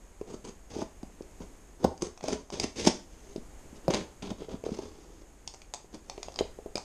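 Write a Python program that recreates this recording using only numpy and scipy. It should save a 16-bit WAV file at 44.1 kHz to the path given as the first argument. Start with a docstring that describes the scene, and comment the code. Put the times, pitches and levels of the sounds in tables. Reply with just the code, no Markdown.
"""A small room with a wooden floor, where scissors are pushed along the packing tape of a cardboard box.
The blade sticks and slips, scraping and tearing the tape in short strokes while the box bumps.
Then the scissors are put down and fingers rub and pick at the tape, which snaps in bursts of tiny
tears, and the cardboard panels knock dully. Short room echoes and a quiet hush surround it all."""
import sys
import numpy as np
from scipy import signal
from scipy.fft import rfft, irfft
from scipy.io import wavfile

SR = 44100
rng = np.random.default_rng(int(sys.argv[2]) if len(sys.argv) > 2 else 0)


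def unload_wav(signal):
    """Save mono or channel-first audio to the path in sys.argv[1] as 16-bit WAV at rate SR, clipped to [-1, 1]."""
    wavfile.write(
        sys.argv[1],
        SR,
        np.round(np.clip(np.atleast_2d(signal).T, -1, 1) * 32767).astype(np.int16),
    )


N = 301630


def from_db(db):
    """Decibels to gain."""
    return 10 ** (np.asarray(db) / 20)


def unit_rms(x):
    """Scale to unit power."""
    return x / np.sqrt(np.mean(x ** 2) + 1e-20)


def add(track, start_s, sound):
    """Mix a sound into a track at its cue."""
    at = int(np.clip(round(start_s * SR), 0, N - 1))
    track[at:at + len(sound)] += sound[:N - at]


def equalise(x, curve, size=8192):
    """Minimum-phase EQ that follows a curve of (Hz, dB) points."""
    hz, db = np.transpose(curve)
    grid = np.maximum(np.fft.rfftfreq(size, 1 / SR), 1)
    gain = from_db(np.interp(np.log(grid), np.log(hz), db))
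    cepstrum = irfft(np.log(gain))
    cepstrum[1:size // 2] *= 2
    cepstrum[size // 2 + 1:] = 0
    impulse = irfft(np.exp(rfft(cepstrum)))
    return signal.fftconvolve(x, impulse)[:len(x)]


def resonate(x, hz, width_hz):
    """One resonant band with unity gain at its peak."""
    r = np.exp(-np.pi * width_hz / SR)
    feedback = [1, -2 * r * np.cos(2 * np.pi * hz / SR), r * r]
    return signal.lfilter(np.array([1, 0, -1]) * (1 - r * r) / 2, feedback, x + 1e-18)


def drift(turns_per_s):
    """A control signal of unit power that glides between random values."""
    position = np.arange(N) / SR * turns_per_s
    return unit_rms(np.interp(position, np.arange(N), rng.standard_normal(N)))


def decay(t, t60):
    """An exponential tail, 60 dB down after t60 seconds."""
    return np.exp(-np.log(1000) * t / t60)


# Tone of the quiet room and its hiss. Each row: frequency in Hz, gain in dB.
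HUSH_EQ = [(20, 2), (45, 4), (110, -12.5), (380, -12), (520, -17), (800, -19), (1300, -25), (2200, -27.5),
           (4000, -35), (6000, -32.5), (7000, -26.5), (9000, -33), (11000, -37.5), (14500, -44)]


def hush(air_db=-52.5, waver_db=-1.5, hiss_db=-71, hiss_hz=6520, width_hz=450):
    """A bed of gently wavering room rumble and microphone hiss with one narrow, steep peak."""
    air = unit_rms(equalise(rng.standard_normal(N), HUSH_EQ))
    air *= from_db(waver_db * drift(turns_per_s=1.37))
    hiss = resonate(rng.standard_normal(N), hiss_hz, width_hz)
    hiss = resonate(hiss, hiss_hz, width_hz)  # a second pass steepens the peak
    return from_db(air_db) * air + from_db(hiss_db) * unit_rms(hiss)


# Resonances of taut tape and blade. Each row: frequency in Hz, width in Hz, gain in dB.
TAPE_RESONANCES = [(2150, 240, -13), (3650, 550, -3.5), (4730, 680, 0.5), (6360, 290, 2)]


def through_tape(x):
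    """Tape and blade add their narrow resonances to whatever excites them."""
    return x + sum(from_db(db) * resonate(x, hz, width) for hz, width, db in TAPE_RESONANCES)


# Tape cracks and blade ticks. Each row: start in seconds, level in dB before the crack's trim,
# pitch in Hz, cardboard thud in dB against that level.
TAPE_SNAPS = [(0.2122, -46, 2420, -10), (1.0303, -44.5, 5700, 12), (1.222, -46.5, 4900, -12),
              (1.8432, -28, 5100, 1), (1.9775, -43.5, 6240, 1), (2.0211, -22.5, 6700, -34),
              (2.1756, -39.5, 5800, 7), (2.2089, -40, 2520, 11), (2.2388, -34.5, 6500, 6),
              (2.283, -24, 6340, -3), (2.5022, -36, 5070, 10.5), (2.5985, -17.5, 4830, -5),
              (2.865, -23, 4800, 0), (2.8719, -13.5, 5670, -22), (3.3615, -38.5, 4250, -17),
              (3.8806, -30, 4900, 1), (3.9065, -29, 6000, 4), (3.9377, -18, 1650, -1),
              (3.9447, -19, 4180, 3), (4.2233, -34.5, 3600, -8), (4.6387, -42, 2250, -4),
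              (5.4758, -25, 5000, -1), (5.5388, -39.5, 5750, 1), (5.5439, -39, 5830, 5),
              (5.6177, -39, 2680, -6), (5.7379, -24.5, 6740, -2), (5.7449, -29.5, 7100, 1),
              (5.9446, -37.5, 5000, 1), (6.0977, -28, 4350, 2), (6.1782, -39, 2290, -9),
              (6.23, -27, 5700, -1.5), (6.2836, -37, 2280, -15), (6.321, -42, 4700, 3),
              (6.3416, -43, 4700, 5), (6.3595, -32, 5150, -1), (6.389, -18.5, 3530, -11),
              (6.7557, -21.5, 4330, -3), (6.7706, -28.5, 2460, 1), (6.7793, -29, 5700, 9.5)]
# Tone of a crack. Each row: frequency in Hz, gain in dB.
CRACK_EQ = [(250, 2), (600, 7.5), (1000, 10), (1550, -8.5), (2400, 7), (3500, -3.5), (4100, -2), (4800, 0),
            (6700, 0.5), (8700, -3.5), (11000, -19.5), (14500, -21)]


def tape_snaps(rise_s=0.00027, t60=0.012, width_hz=1800, broadband_db=-8, trim_db=-7,
               thud_hz=760, thud_t60=0.0063):
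    """A snap is a burst of tiny tears lasting milliseconds; it also tugs the cardboard beneath."""
    cracks, thuds = np.zeros(N), np.zeros(N)
    t = np.arange(SR // 20) / SR
    attack = 1 - np.exp(-t / rise_s)
    envelope = attack * decay(t, t60)
    envelope /= envelope.max()
    thud = np.sin(2 * np.pi * thud_hz * t) * attack * decay(t, thud_t60)
    for start_s, db, hz, thud_db in TAPE_SNAPS:
        tears = rng.standard_normal(len(t)) * envelope
        burst = resonate(tears, hz, width_hz) + from_db(broadband_db) * tears
        crack = unit_rms(equalise(burst, CRACK_EQ)) * np.sqrt(np.mean(envelope ** 2))
        add(cracks, start_s, from_db(db) * crack)
        add(thuds, start_s, from_db(db + thud_db) * thud)
    return from_db(trim_db) * through_tape(cracks) + thuds


# Modes of the box panels. Each row: frequency in Hz, relative level in dB, T60 in seconds.
PANEL_MODES = [(80.3, -16.5, 0.18), (159, -52, 0.098), (209.8, -28.5, 0.19), (242.7, -26.5, 0.15),
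               (429, -25.5, 0.18), (512, -33.5, 0.078), (667, -18.5, 0.08), (730, -54, 0.02),
               (1005, -42.5, 0.012)]


def box_ring(push, gain_db=-33):
    """The panels ring on after each push."""
    t = np.arange(SR // 4) / SR
    ring = sum(from_db(db) * np.sin(2 * np.pi * hz * t) * decay(t, t60) for hz, db, t60 in PANEL_MODES)
    return from_db(gain_db) * signal.fftconvolve(push, ring)[:N]


# Bumps of the cardboard. Each row: start in seconds, level in dB, pitch of the struck panel in Hz,
# crunch in dB against that level.
BOX_KNOCKS = [(0.213, -25.5, 410, -13), (0.342, -31.5, 387, -15), (0.756, -34.5, 390, 0),
              (0.765, -24.5, 350, -12), (0.788, -26, 337, -9), (0.819, -25.5, 830, -22),
              (0.823, -23, 328, -9), (1.032, -31, 254, -12.5), (1.208, -29.5, 383, -24),
              (1.406, -34.5, 228, -5), (1.842, -17, 244, 2), (1.848, -10.5, 448, -14),
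              (2.022, -27, 320, -13), (2.028, -21, 350, -22), (2.24, -26, 400, -3),
              (2.283, -22.5, 417, 0.5), (2.643, -22, 262, -12), (2.871, -12, 246, -3),
              (3.36, -25, 353, -18), (3.379, -32, 240, -15), (3.728, -40, 232, -23),
              (3.881, -12.5, 614, -13), (3.885, -20, 162, 1), (3.903, -21.5, 432, -7),
              (3.939, -29.5, 200, -9), (4.007, -32, 170, -15), (4.314, -26.5, 233, -6),
              (4.42, -28.5, 400, -23), (4.485, -33, 435, -18), (4.542, -26.5, 236, -17),
              (4.638, -28.5, 437, -9), (4.665, -20.5, 415, -23), (4.691, -26.5, 454, -27),
              (4.718, -25, 225, -27), (4.79, -22.5, 380, -11), (4.833, -33, 250, -21),
              (5.844, -42, 402, -12), (6.179, -31.5, 412, -7), (6.284, -29, 660, -27),
              (6.409, -14.5, 440, -14), (6.588, -30.5, 474, -11), (6.66, -31.5, 376, -1.5),
              (6.755, -24, 420, -7)]
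# Tone of paper flutes being crushed. Each row: frequency in Hz, gain in dB.
CRUNCH_EQ = [(100, -9.5), (240, -4.5), (600, 8.5), (900, 2), (1350, -25.5), (2500, -34), (6000, -35.5)]


def box_knocks(rise_cycles=0.33, t60_cycles=5.66, crunch_rise_s=0.0012, crunch_t60=0.036, low_cut_hz=45):
    """A panel gives way softly, swings briefly and shakes the whole box; its paper flutes crunch."""
    knocks = np.zeros(N)
    t = np.arange(SR // 10) / SR
    crush = decay(t, crunch_t60) * (1 - np.exp(-t / crunch_rise_s))
    for start_s, db, hz, crunch_db in BOX_KNOCKS:
        attack = 1 - np.exp(-t * hz / rise_cycles)
        swing = np.sin(2 * np.pi * hz * t) * attack * decay(t, t60_cycles / hz)
        swing /= np.abs(swing).max()
        fibres = rng.standard_normal(len(t)) * crush
        crunch = unit_rms(equalise(fibres, CRUNCH_EQ)) * np.sqrt(np.mean(crush ** 2))
        add(knocks, start_s, from_db(db) * (swing + from_db(crunch_db) * crunch))
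    low_cut = signal.butter(2, low_cut_hz, "high", fs=SR, output="sos")
    return signal.sosfilt(low_cut, knocks + box_ring(knocks))  # the knocks carry no deep bass


def stroke_pressure(t, length_s, swell_db, rip_db, lift_t60, landing_s=0.0051, rip_width_s=0.0049):
    """The edge lands, bears down or eases off, ends on a rip (a dip if negative) and lifts away."""
    landing = np.minimum(t / landing_s, 1)
    swell = from_db(swell_db * np.minimum(t / length_s - 1, 0))
    rip = 1 + (from_db(rip_db) - 1) * np.exp(-((t - length_s) / rip_width_s) ** 2 / 2)
    lift = decay(np.maximum(t - length_s, 0), lift_t60)
    return landing * swell * rip * lift


# The blade feels along the seam and cuts from 1.8 s; from 3.1 s the hands shift and put the scissors
# down; from 4.2 s fingers rub the tape. Each row: start in seconds, length in seconds, rasp and rumble
# in dB at the stroke's end (before rip and trim), swell in dB, closing rip in dB, tape resonance in Hz.
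SCRAPE_STROKES = [(0.268, 0.083, -53.5, -41, 1.5, 0, 7400), (0.44, 0.052, -50.5, -43, -1.5, 0.5, 7560),
                  (0.696, 0.12, -47, -38, 6.5, -0.5, 5300), (1.4, 0.03, -57.5, -42.5, -0.5, -1, 5670),
                  (1.793, 0.056, -54.5, -36.5, 7.5, 17, 5100), (2.008, 0.062, -51, -43, -7.5, 3.5, 6100),
                  (2.225, 0.11, -40, -30.5, 13.5, 4.5, 5440), (2.521, 0.074, -52.5, -45.5, -10.5, 1, 5170),
                  (2.596, 0.044, -39, -36.5, -2.5, 6, 5500), (2.756, 0.12, -35, -33, 6, 11.5, 5360),
                  (3.098, 0.24, -60, -56, 6, -3, 6400), (3.741, 0.028, -60.5, -54.5, 13, 5, 5000),
                  (3.84, 0.066, -64, -45.5, 2.5, 16, 3000), (3.899, 0.044, -38.5, -29.5, 4, 5, 1510),
                  (3.946, 0.087, -55, -44, -12.5, 0, 1700), (4.22, 0.087, -53, -41.5, -3, 7.5, 3620),
                  (4.38, 0.061, -53, -40.5, 8.5, -6, 3420), (4.485, 0.066, -54, -39, 4.5, -6, 3320),
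                  (4.647, 0.22, -56, -45, -1, -3.5, 4930), (4.861, 0.36, -70, -59, -6.5, 8, 5150),
                  (5.926, 0.026, -54.5, -43, 0, -0.5, 5870), (6.036, 0.361, -61, -54.5, 4.5, 24.5, 6400)]
# Tone of the tape's bright rasp. Each row: frequency in Hz, gain in dB.
RASP_EQ = [(600, 8), (1000, -27), (1650, 2), (2400, 4), (3100, 3), (3900, -2.5), (4700, -2.5), (6500, 1.5),
           (7100, -2.5), (9400, -7.5), (11000, -14), (14000, -33.5)]
# Tone of the cardboard's dull rumble. Each row: frequency in Hz, gain in dB.
RUMBLE_EQ = [(45, -21.5), (80, 4), (125, -2), (200, 6.5), (420, 7.5), (620, -2.5), (1000, -6),
             (1400, -13.5), (2500, -41)]


def scrapes(slips_per_s=3500, spread_db=3.0, rub_gain=0.6, catch_db=2.73, catches_per_s=170,
            trim_db=-3.5, squeak_width_hz=1900, lift_t60=0.083):
    """Blade or finger sticks and slips: uneven clicks rasp in the tape and rumble in the box."""
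    sizes = from_db(spread_db * np.minimum(rng.exponential(1, N), 4)) * rng.choice([-1, 1], N)
    slips = unit_rms(sizes * (rng.random(N) < slips_per_s / SR))
    friction = slips + rub_gain * rng.standard_normal(N)
    friction *= from_db(catch_db * drift(catches_per_s))  # the edge catches on fibres and flutes
    bright = unit_rms(through_tape(equalise(friction, RASP_EQ)))
    dull = unit_rms(equalise(friction, RUMBLE_EQ))
    rasp, rumble = np.zeros(N), np.zeros(N)
    for start_s, length_s, rasp_db, rumble_db, swell_db, rip_db, hz in SCRAPE_STROKES:
        span = np.arange(int(start_s * SR), min(int((start_s + length_s + lift_t60) * SR), N))
        pressure = stroke_pressure((span - span[0]) / SR, length_s, swell_db, rip_db, lift_t60)
        squeak = resonate(bright[span], hz, squeak_width_hz)
        rasp[span] += from_db(rasp_db) * pressure * (bright[span] + squeak)
        rumble[span] += from_db(rumble_db) * pressure * dull[span]
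    return from_db(trim_db) * (rasp + rumble + box_ring(rumble))


# Tone of the room's reverb. Each row: frequency in Hz, gain in dB.
REVERB_EQ = [(60, 6.5), (150, -3), (400, -2), (1000, 2), (2500, 0), (6500, -1.5), (9000, 1.5), (14000, -28)]


def room_reverb(send, build_s=0.0004, t60=0.31):
    """Dense reflections from floor and walls; their pattern shifts as hands and microphone move."""
    wet, hop = np.zeros(N), SR // 6
    t = np.arange(SR // 3) / SR
    tail = decay(t, t60) * (1 - np.exp(-t / build_s))
    for middle in range(0, N + hop, hop):
        span = np.arange(max(middle - hop, 0), min(middle + hop, N))
        echoes = rng.standard_normal(len(t)) * tail / np.linalg.norm(tail)
        crossfade = np.cos(np.pi / 2 * (span - middle) / hop)
        add(wet, span[0] / SR, signal.fftconvolve(send[span] * crossfade, echoes))
    return equalise(wet, REVERB_EQ)


def scene(knock_send_db=-10, snap_send_db=-5.5, scrape_send_db=-5):
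    """A mono mix of box, tape and blade, each with its own reverb send, over the hush."""
    knocks, snaps, scraping = box_knocks(), tape_snaps(), scrapes()
    send = from_db(knock_send_db) * knocks + from_db(snap_send_db) * snaps
    send += from_db(scrape_send_db) * scraping
    return (knocks + snaps + scraping + room_reverb(send) + hush())[None]


def record(dry, high_cut_hz=14500):
    """A steep high cut takes the very top off the mix."""
    return signal.sosfilt(signal.ellip(10, .1, 80, high_cut_hz, fs=SR, output="sos"), dry)


dry = scene()
out = record(dry)
unload_wav(out)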